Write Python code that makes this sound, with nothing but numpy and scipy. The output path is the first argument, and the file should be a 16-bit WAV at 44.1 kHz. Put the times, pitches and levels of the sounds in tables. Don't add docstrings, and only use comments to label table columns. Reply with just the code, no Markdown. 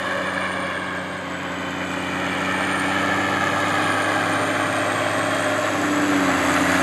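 import sys
import numpy as np
from scipy import signal
from scipy.fft import rfft, irfft, next_fast_len
from scipy.io import wavfile
from scipy.ndimage import uniform_filter1d, map_coordinates

SR = 44100
rng = np.random.default_rng(int(sys.argv[2]) if len(sys.argv) > 2 else 0)


def pcm_store(signal):
    levels = np.round(np.clip(np.atleast_2d(signal), -1, 1) * 32767)
    wavfile.write(sys.argv[1], SR, levels.astype(np.int16).T)


N = 300762
PRESSING_LOAD = 0.084
RING_SINK_HZ_PER_S = 39


def undb(db):
    return 10 ** (np.asarray(db) / 20)


def unit(x):
    return x / np.sqrt(np.mean(x ** 2))


def bell(x, centre, width):
    return np.exp(-.5 * ((x - centre) / width) ** 2)


def curves(table):
    s, *columns = np.transpose(table)
    return [np.interp(np.arange(N) / SR, s, c) for c in columns]


def walk(rate):
    step = max(int(SR / rate), 2)
    held = np.repeat(rng.standard_normal(N // step + 2), step)
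    return 1.417 * uniform_filter1d(uniform_filter1d(held, step), step)[:N]


def spectrum_db(points, hz):
    f, db = np.transpose(points)
    return np.interp(np.log(hz + 1), np.log(f), db)


def colour(x, points):
    size = next_fast_len(N)
    hz = np.arange(size // 2 + 1) * SR / size
    return unit(irfft(rfft(x, size) * undb(spectrum_db(points, hz)), size)[:N])


def tone(turns, db, jitter):
    phase = 2 * np.pi * (turns + rng.random()) + jitter * walk(45)
    return np.sqrt(2) * undb(db) * np.sin(phase)


def ringing(taps, hz, t60_s):
    t = np.arange(int(.15 * SR)) / SR
    decay = undb(-60 * t / t60_s) * (1 - np.exp(-t / .0006))
    return np.imag(signal.fftconvolve(taps, decay)[:N] * np.exp(2j * np.pi * np.cumsum(hz) / SR))


def knocks(firings, depth, scatter_db, repeat):
    strength = undb(scatter_db * np.clip(rng.standard_normal(N // 100), -2, 2))[firings.astype(int)]
    swell = np.sin(np.pi * firings) ** 4
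    pattern = rng.standard_normal(2700)
    place = (firings / 6 % 1) * len(pattern)
    recurring = map_coordinates(pattern, [place], order=3, mode="wrap")
    noise = np.sqrt(repeat) * recurring + np.sqrt(1 - repeat) * rng.standard_normal(N)
    return noise * (1 + depth * strength * swell)


def engine_load(t):
    # start, attack, hold and release in seconds, load from 0 to 1, extra knock in dB.
    pulls = [(1.145, 0.29, 1.42, 0.79, 0.28, 4), (5.62, 0.3, 0.24, 1.75, 0.89, -0.5)]
    load, knock_db = 0, 0
    for start, attack, hold, release, strength, db in pulls:
        shape = np.interp(t, start + np.cumsum([0, attack, hold, release]), [0, 1, 1, 0])
        load, knock_db = load + strength * shape, knock_db + db * shape
    return load, knock_db


def stubble(crackle_db=1.5):
    # frequency in Hz, relative level in dB.
    straw_spectrum = [(5000, -30), (8000, -3), (9300, 3), (11400, 7.5), (12500, -17), (15500, -9)]
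    return colour(rng.standard_normal(N) * undb(crackle_db * walk(600)), straw_spectrum)


def thrum(hz=161, half_width_hz=22, at_s=3.8, spread_s=0.61, db=-42):
    band = signal.butter(2, [hz - half_width_hz, hz + half_width_hz], "bandpass", fs=SR, output="sos")
    swell = bell(np.arange(N) / SR, at_s, spread_s)
    return undb(db) * swell * unit(signal.sosfilt(band, rng.standard_normal(N)))


def tracks():
    # frequency in Hz, relative level in dB.
    rumble_spectrum = [(30, -34), (60, -12), (85, -29), (115, 1.5), (160, 4.5), (205, -0.5), (275, 8.5),
                       (370, 8), (440, 4), (510, 5), (580, 6), (790, 2.5), (950, -0.5), (2000, -43)]
    return colour(rng.standard_normal(N), rumble_spectrum)


def jingle(lugs_per_s=27, lug_jitter=.2, scatter_db=2.2):
    # loudest moment and spread in seconds, pitch in Hz, level in dB.
    rings = [(.2, 0.28, 1674, -39), (.82, 0.31, 1625, -38), (3.2, .36, 1730, -32.5),
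             (3.85, 0.24, 1634, -33), (2.95, 0.36, 1315, -39), (4.0, 0.24, 1265, -36),
             (5.65, .25, 1763, -41), (6.76, .12, 1674, -32)]
    t = np.arange(N) / SR
    out = 0
    for at, spread, hz, db in rings:
        offset, size, angle = rng.standard_normal((N // 100, 3)).T
        place = ((np.arange(len(offset)) + lug_jitter * offset) / lugs_per_s * SR).astype(int)
        heard = (place >= 0) & (place < N)
        taps = np.zeros(N, complex)
        taps[place[heard]] = (undb(scatter_db * size) * np.exp(1j * np.pi * angle))[heard]
        ring = ringing(taps, hz - RING_SINK_HZ_PER_S * (t - at), t60_s=.07)
        out = out + undb(db) * bell(t, at, spread) * unit(ring)
    return out


def clanks(hz=1697):
    # time in seconds, strength of the blow in dB.
    hard_blows = [(3.203, -11), (3.432, -14), (3.470, -16), (3.763, -21), (3.801, -17)]
    taps = np.zeros(N)
    for at, db in hard_blows:
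        taps[int(at * SR)] = undb(db)
    return ringing(taps, np.full(N, hz), t60_s=.035)


def gears(firings):
    orders = [16 / 3, 11 / 2, 17 / 3, 5.852, 6, 37 / 6, 19 / 3, 7]
    lines_db = [-11, -13, -10, 0, -5.5, -11, -9, -13]
    # time in seconds, level of the strongest line in dB.
    hum_levels = [(0.25, -38), (0.7, -43), (2.3, -45.5), (2.8, -42), (4, -36), (4.5, -34), (5, -33),
                  (5.64, -31), (5.8, -42), (6.5, -46)]
    hum_db, = curves(hum_levels)
    return sum(tone(k * firings, hum_db + db + 0.8 * walk(12), jitter=.1)
               for k, db in zip(orders, lines_db))


def turbo(firings, inertia_s=0.153, smear_rad=.5, crank_throb=.25, firing_throb=.2):
    # time in seconds, pitch in Hz.
    whistle_pitch = [(0.02, 9070), (0.57, 8900), (0.8, 8640), (1.25, 7990), (1.52, 7790), (1.87, 7970),
                     (2.26, 8380), (2.76, 8830), (3.4, 9130), (4.03, 9040), (4.6, 8640), (5.2, 8240),
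                     (5.55, 8050), (5.92, 7760), (6.33, 7790), (6.82, 8470)]
    # time in seconds, level in dB.
    whistle_levels = [(0.05, -53.5), (0.5, -49.5), (1.0, -55.5), (1.3, -53.5), (1.62, -56), (1.95, -50),
                      (2.2, -55), (2.74, -43.5), (3.33, -56), (3.7, -48), (4.02, -42), (4.2, -45),
                      (4.7, -44), (5.08, -44), (5.33, -40), (5.7, -47.5), (5.95, -44), (6.3, -47),
                      (6.45, -40), (6.8, -46)]
    hz, = curves(whistle_pitch)
    db, = curves(whistle_levels)
    hz = uniform_filter1d(hz, int(inertia_s * SR), mode="nearest") + 8 * walk(25)
    phase = 2 * np.pi * np.cumsum(hz) / SR + smear_rad * walk(120)
    throb = 1 + crank_throb * np.sin(np.pi * firings) + firing_throb * np.sin(2 * np.pi * firings)
    flicker = undb(2.6 * walk(95) + 1.5 * walk(22))
    return undb(db) * unit(np.sin(phase) * throb * flicker)


def air(firings, alternation=0.052, echo_gain=0.24, far_lag_s=.0019, near_lag_s=.0024):
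    # frequency in Hz, relative level in dB.
    hiss_spectrum = [(2500, -35), (3800, -2), (4600, 5.5), (5400, -5.5), (6350, 8.5), (7450, 7.5),
                     (7950, 1.5), (9100, -3), (9800, -14.5), (11400, -1.5), (12500, -13), (15500, -25)]
    pulsed = knocks(firings, depth=0.44, scatter_db=5.5, repeat=0.058)
    pulsed *= 1 + alternation * np.sin(np.pi * firings)
    lag = np.linspace(far_lag_s, near_lag_s, N) * SR
    ground_echo = map_coordinates(pulsed, [np.arange(N) - lag], order=3)
    return colour(pulsed + echo_gain * ground_echo, hiss_spectrum)


def reflections_db(hz, t):
    # strongest moment and spread in seconds, lag at that moment in ms,
    # lag growth in ms per second, ripple in dB (negative is inverted).
    paths = [(.3, 0.4, 1.54, 0.035, -1.2), (.94, 3.1, 1.843, 0.205, 2.5), (2.72, 1.5, 1.933, 0.15, -1.5),
             (2.87, 1.3, 2.338, 0.054, 1.7), (6.8, 5, 1.5, -0.0354, 2)]
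    db = 0
    for at, spread, lag_ms, growth, ripple_db in paths:
        lag_s = (lag_ms + growth * (t - at)) / 1000
        db = db + ripple_db * bell(t, at, spread) * np.cos(2 * np.pi * hz * lag_s)
    return db


def hollow_db(hz, t, turn_at_s=3.83, creep_hz_per_s=28, rise_hz_per_s=175):
    since_turn = t - turn_at_s
    centre_hz = 2687 + creep_hz_per_s * since_turn + rise_hz_per_s * np.maximum(since_turn, 0)
    return -6 * bell(hz, centre_hz, width=57)


def squeals_db(hz, t):
    # loudest moment and spread in seconds, centre and width in Hz, lift in dB.
    squeals = [(.2, .25, 565, 20, 5), (.8, 0.38, 1630, 23, 2.5), (4.1, 0.5, 820, 49, 3),
               (4.4, 0.61, 1575, 32, 4.5)]
    return sum(lift * bell(t, at, spread) * bell(hz, centre - RING_SINK_HZ_PER_S * (t - at), width)
               for at, spread, centre, width, lift in squeals)


def clatter(firings, flutter_db=0.48, chatter_db=1.4, slack_db=5.5, pressed_db=6):
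    # frequency in Hz, relative level in dB.
    knock_spectrum = [(250, -33.5), (450, -12.5), (580, -2), (760, -3.5), (950, -1), (1150, 0),
                      (1450, -0.5), (1950, -2.5), (2500, -10.5), (3200, -9), (4000, -17), (5000, -22.5),
                      (7000, -50)]
    # centre and width in Hz, lift or dip in dB.
    resonances = [(742, 93, 3.5), (926, 26, -4), (1097, 43, 4.5), (1440, 46, -1), (1638, 66, 4),
                  (1774, 43, 2), (2340, 120, 5), (3340, 25, 1.5)]
    knock = knocks(firings, depth=0.3, scatter_db=2.0, repeat=0.094) * undb(flutter_db * walk(30))
    hz, t, frames = signal.stft(knock, SR, nperseg=1536)
    hz = hz[:, None]
    load, knock_db = engine_load(t)
    rattle_db = pressed_db + (slack_db - pressed_db) * bell(load, 0, PRESSING_LOAD)
    panels_db = sum(lift * bell(hz, centre, width) for centre, width, lift in resonances)
    db = spectrum_db(knock_spectrum, hz) + panels_db
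    db = db + reflections_db(hz, t) + squeals_db(hz, t) + hollow_db(hz, t)
    db += knock_db * bell(hz, 2570, width=430)
    db += rattle_db * bell(hz, 587, width=30)
    gain = undb(db) / np.sqrt(np.mean(undb(db) ** 2, axis=0))
    chatter = undb(chatter_db * bell(hz, 1580, width=260) * rng.standard_normal(len(t)))
    return unit(signal.istft(frames * gain * chatter, SR)[1][:N])


def lope(firings, base_db, waver_db=2.5):
    orders = [7, 9, 10, 13, 14, 15, 21, 22, 26, 28, 60, 81, 100]
    lines_db = [-23.5, -21, -17.5, -25, -31, -23.5, -30, -22.5, -27.5, -24.5, -19.5, -16, -13.5]
    return sum(tone(k / 6 * firings, base_db + db + waver_db * walk(9), jitter=0.28)
               for k, db in zip(orders, lines_db))


def exhaust(firing_hz, firings, drone_db, ragged_db=2.1, ragged_rad=.2, firm_share=.45, waver_db=0.4):
    orders = [1, 2, 8 / 3, 17 / 6, 3, 19 / 6, 10 / 3, 4, 5]
    # that tone's level in dB against drone_db, ahead of the muffler.
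    tones_db = [1.5, 6, 1.5, -9, 3.5, -11, 3, 2.5, -2.5]
    boosts_db = [-4, -2, 6, 8, 10.5, 13, 5.5, 4, 7]
    # frequency in Hz, gain in dB.
    muffler = [(88, 1), (93, -0.5), (100, -0.5), (175, -13), (181, 0.5), (188, 2.5), (197, -3),
               (204, -15.5), (242, -14), (256, -17), (264, -4.5), (273, 2.5), (296, 2.5), (309, -1.5),
               (335, -7), (350, -9), (364, -2.5), (378, -5.5), (395, -6), (440, -16), (485, -4), (520, -7)]
    load, _ = engine_load(np.arange(N) / SR)
    slack = firm_share + (1 - firm_share) * bell(load, 0, PRESSING_LOAD)
    drone = 0
    for k, db, boost_db in zip(orders, tones_db, boosts_db):
        ragged = slack * min(k / 3, 1) ** 2
        level_db = drone_db + db + boost_db * load + spectrum_db(muffler, k * firing_hz)
        drone = drone + tone(k * firings, level_db + ragged_db * ragged * walk(28), ragged_rad * ragged)
    return drone * undb(waver_db * walk(40))


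def scene():
    # time in seconds, firing rate in Hz.
    engine_speed = [(0.0, 93.5), (0.55, 93.2), (1.5, 90.6), (2.05, 91.3), (3.0, 95.9), (3.95, 101),
                    (4.7, 102.8), (5.66, 103.7), (5.77, 98.3), (6.09, 98), (6.38, 87.9), (6.82, 90.5)]
    # time in seconds, then drone, clatter and hiss in dB, ahead of their trims in the mix.
    approach = [(0.1, -46, -26.5, -49.5), (0.52, -45.5, -27, -53), (1.2, -47, -31.5, -54.5),
                (1.91, -43, -30, -49), (2.73, -41, -24.2, -46), (3.25, -39, -23.5, -44.5),
                (3.88, -38.5, -22.7, -43.5), (4.56, -38.5, -24, -44), (5.22, -38, -24.5, -43.5),
                (5.8, -38.5, -25.5, -41.5), (6.22, -38, -23.5, -40.5), (6.72, -36.5, -21.5, -37.5)]
    firing_hz, = curves(engine_speed)
    firings = np.cumsum(firing_hz * (1 + 0.0013 * walk(18))) / SR
    drone_db, clatter_db, hiss_db = curves(approach)
    rumble_db = -28.5 + 0.63 * (drone_db - drone_db.mean())
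    straw_db = -43.5 + 1.67 * (hiss_db - hiss_db.max())
    mix = (exhaust(firing_hz, firings, drone_db)
           + lope(firings, rumble_db)
           + undb(rumble_db - 5.5) * tracks()
           + undb(clatter_db + 1.0) * clatter(firings)
           + undb(hiss_db + 2.0) * air(firings)
           + undb(straw_db) * stubble()
           + jingle()
           + clanks()
           + gears(firings)
           + thrum()
           + turbo(firings))
    return mix[None]


def record(dry):
    top_hz = 15300
    return signal.sosfilt(signal.ellip(10, .2, 80, top_hz, fs=SR, output="sos"), dry)


dry = scene()
out = record(dry)
pcm_store(out)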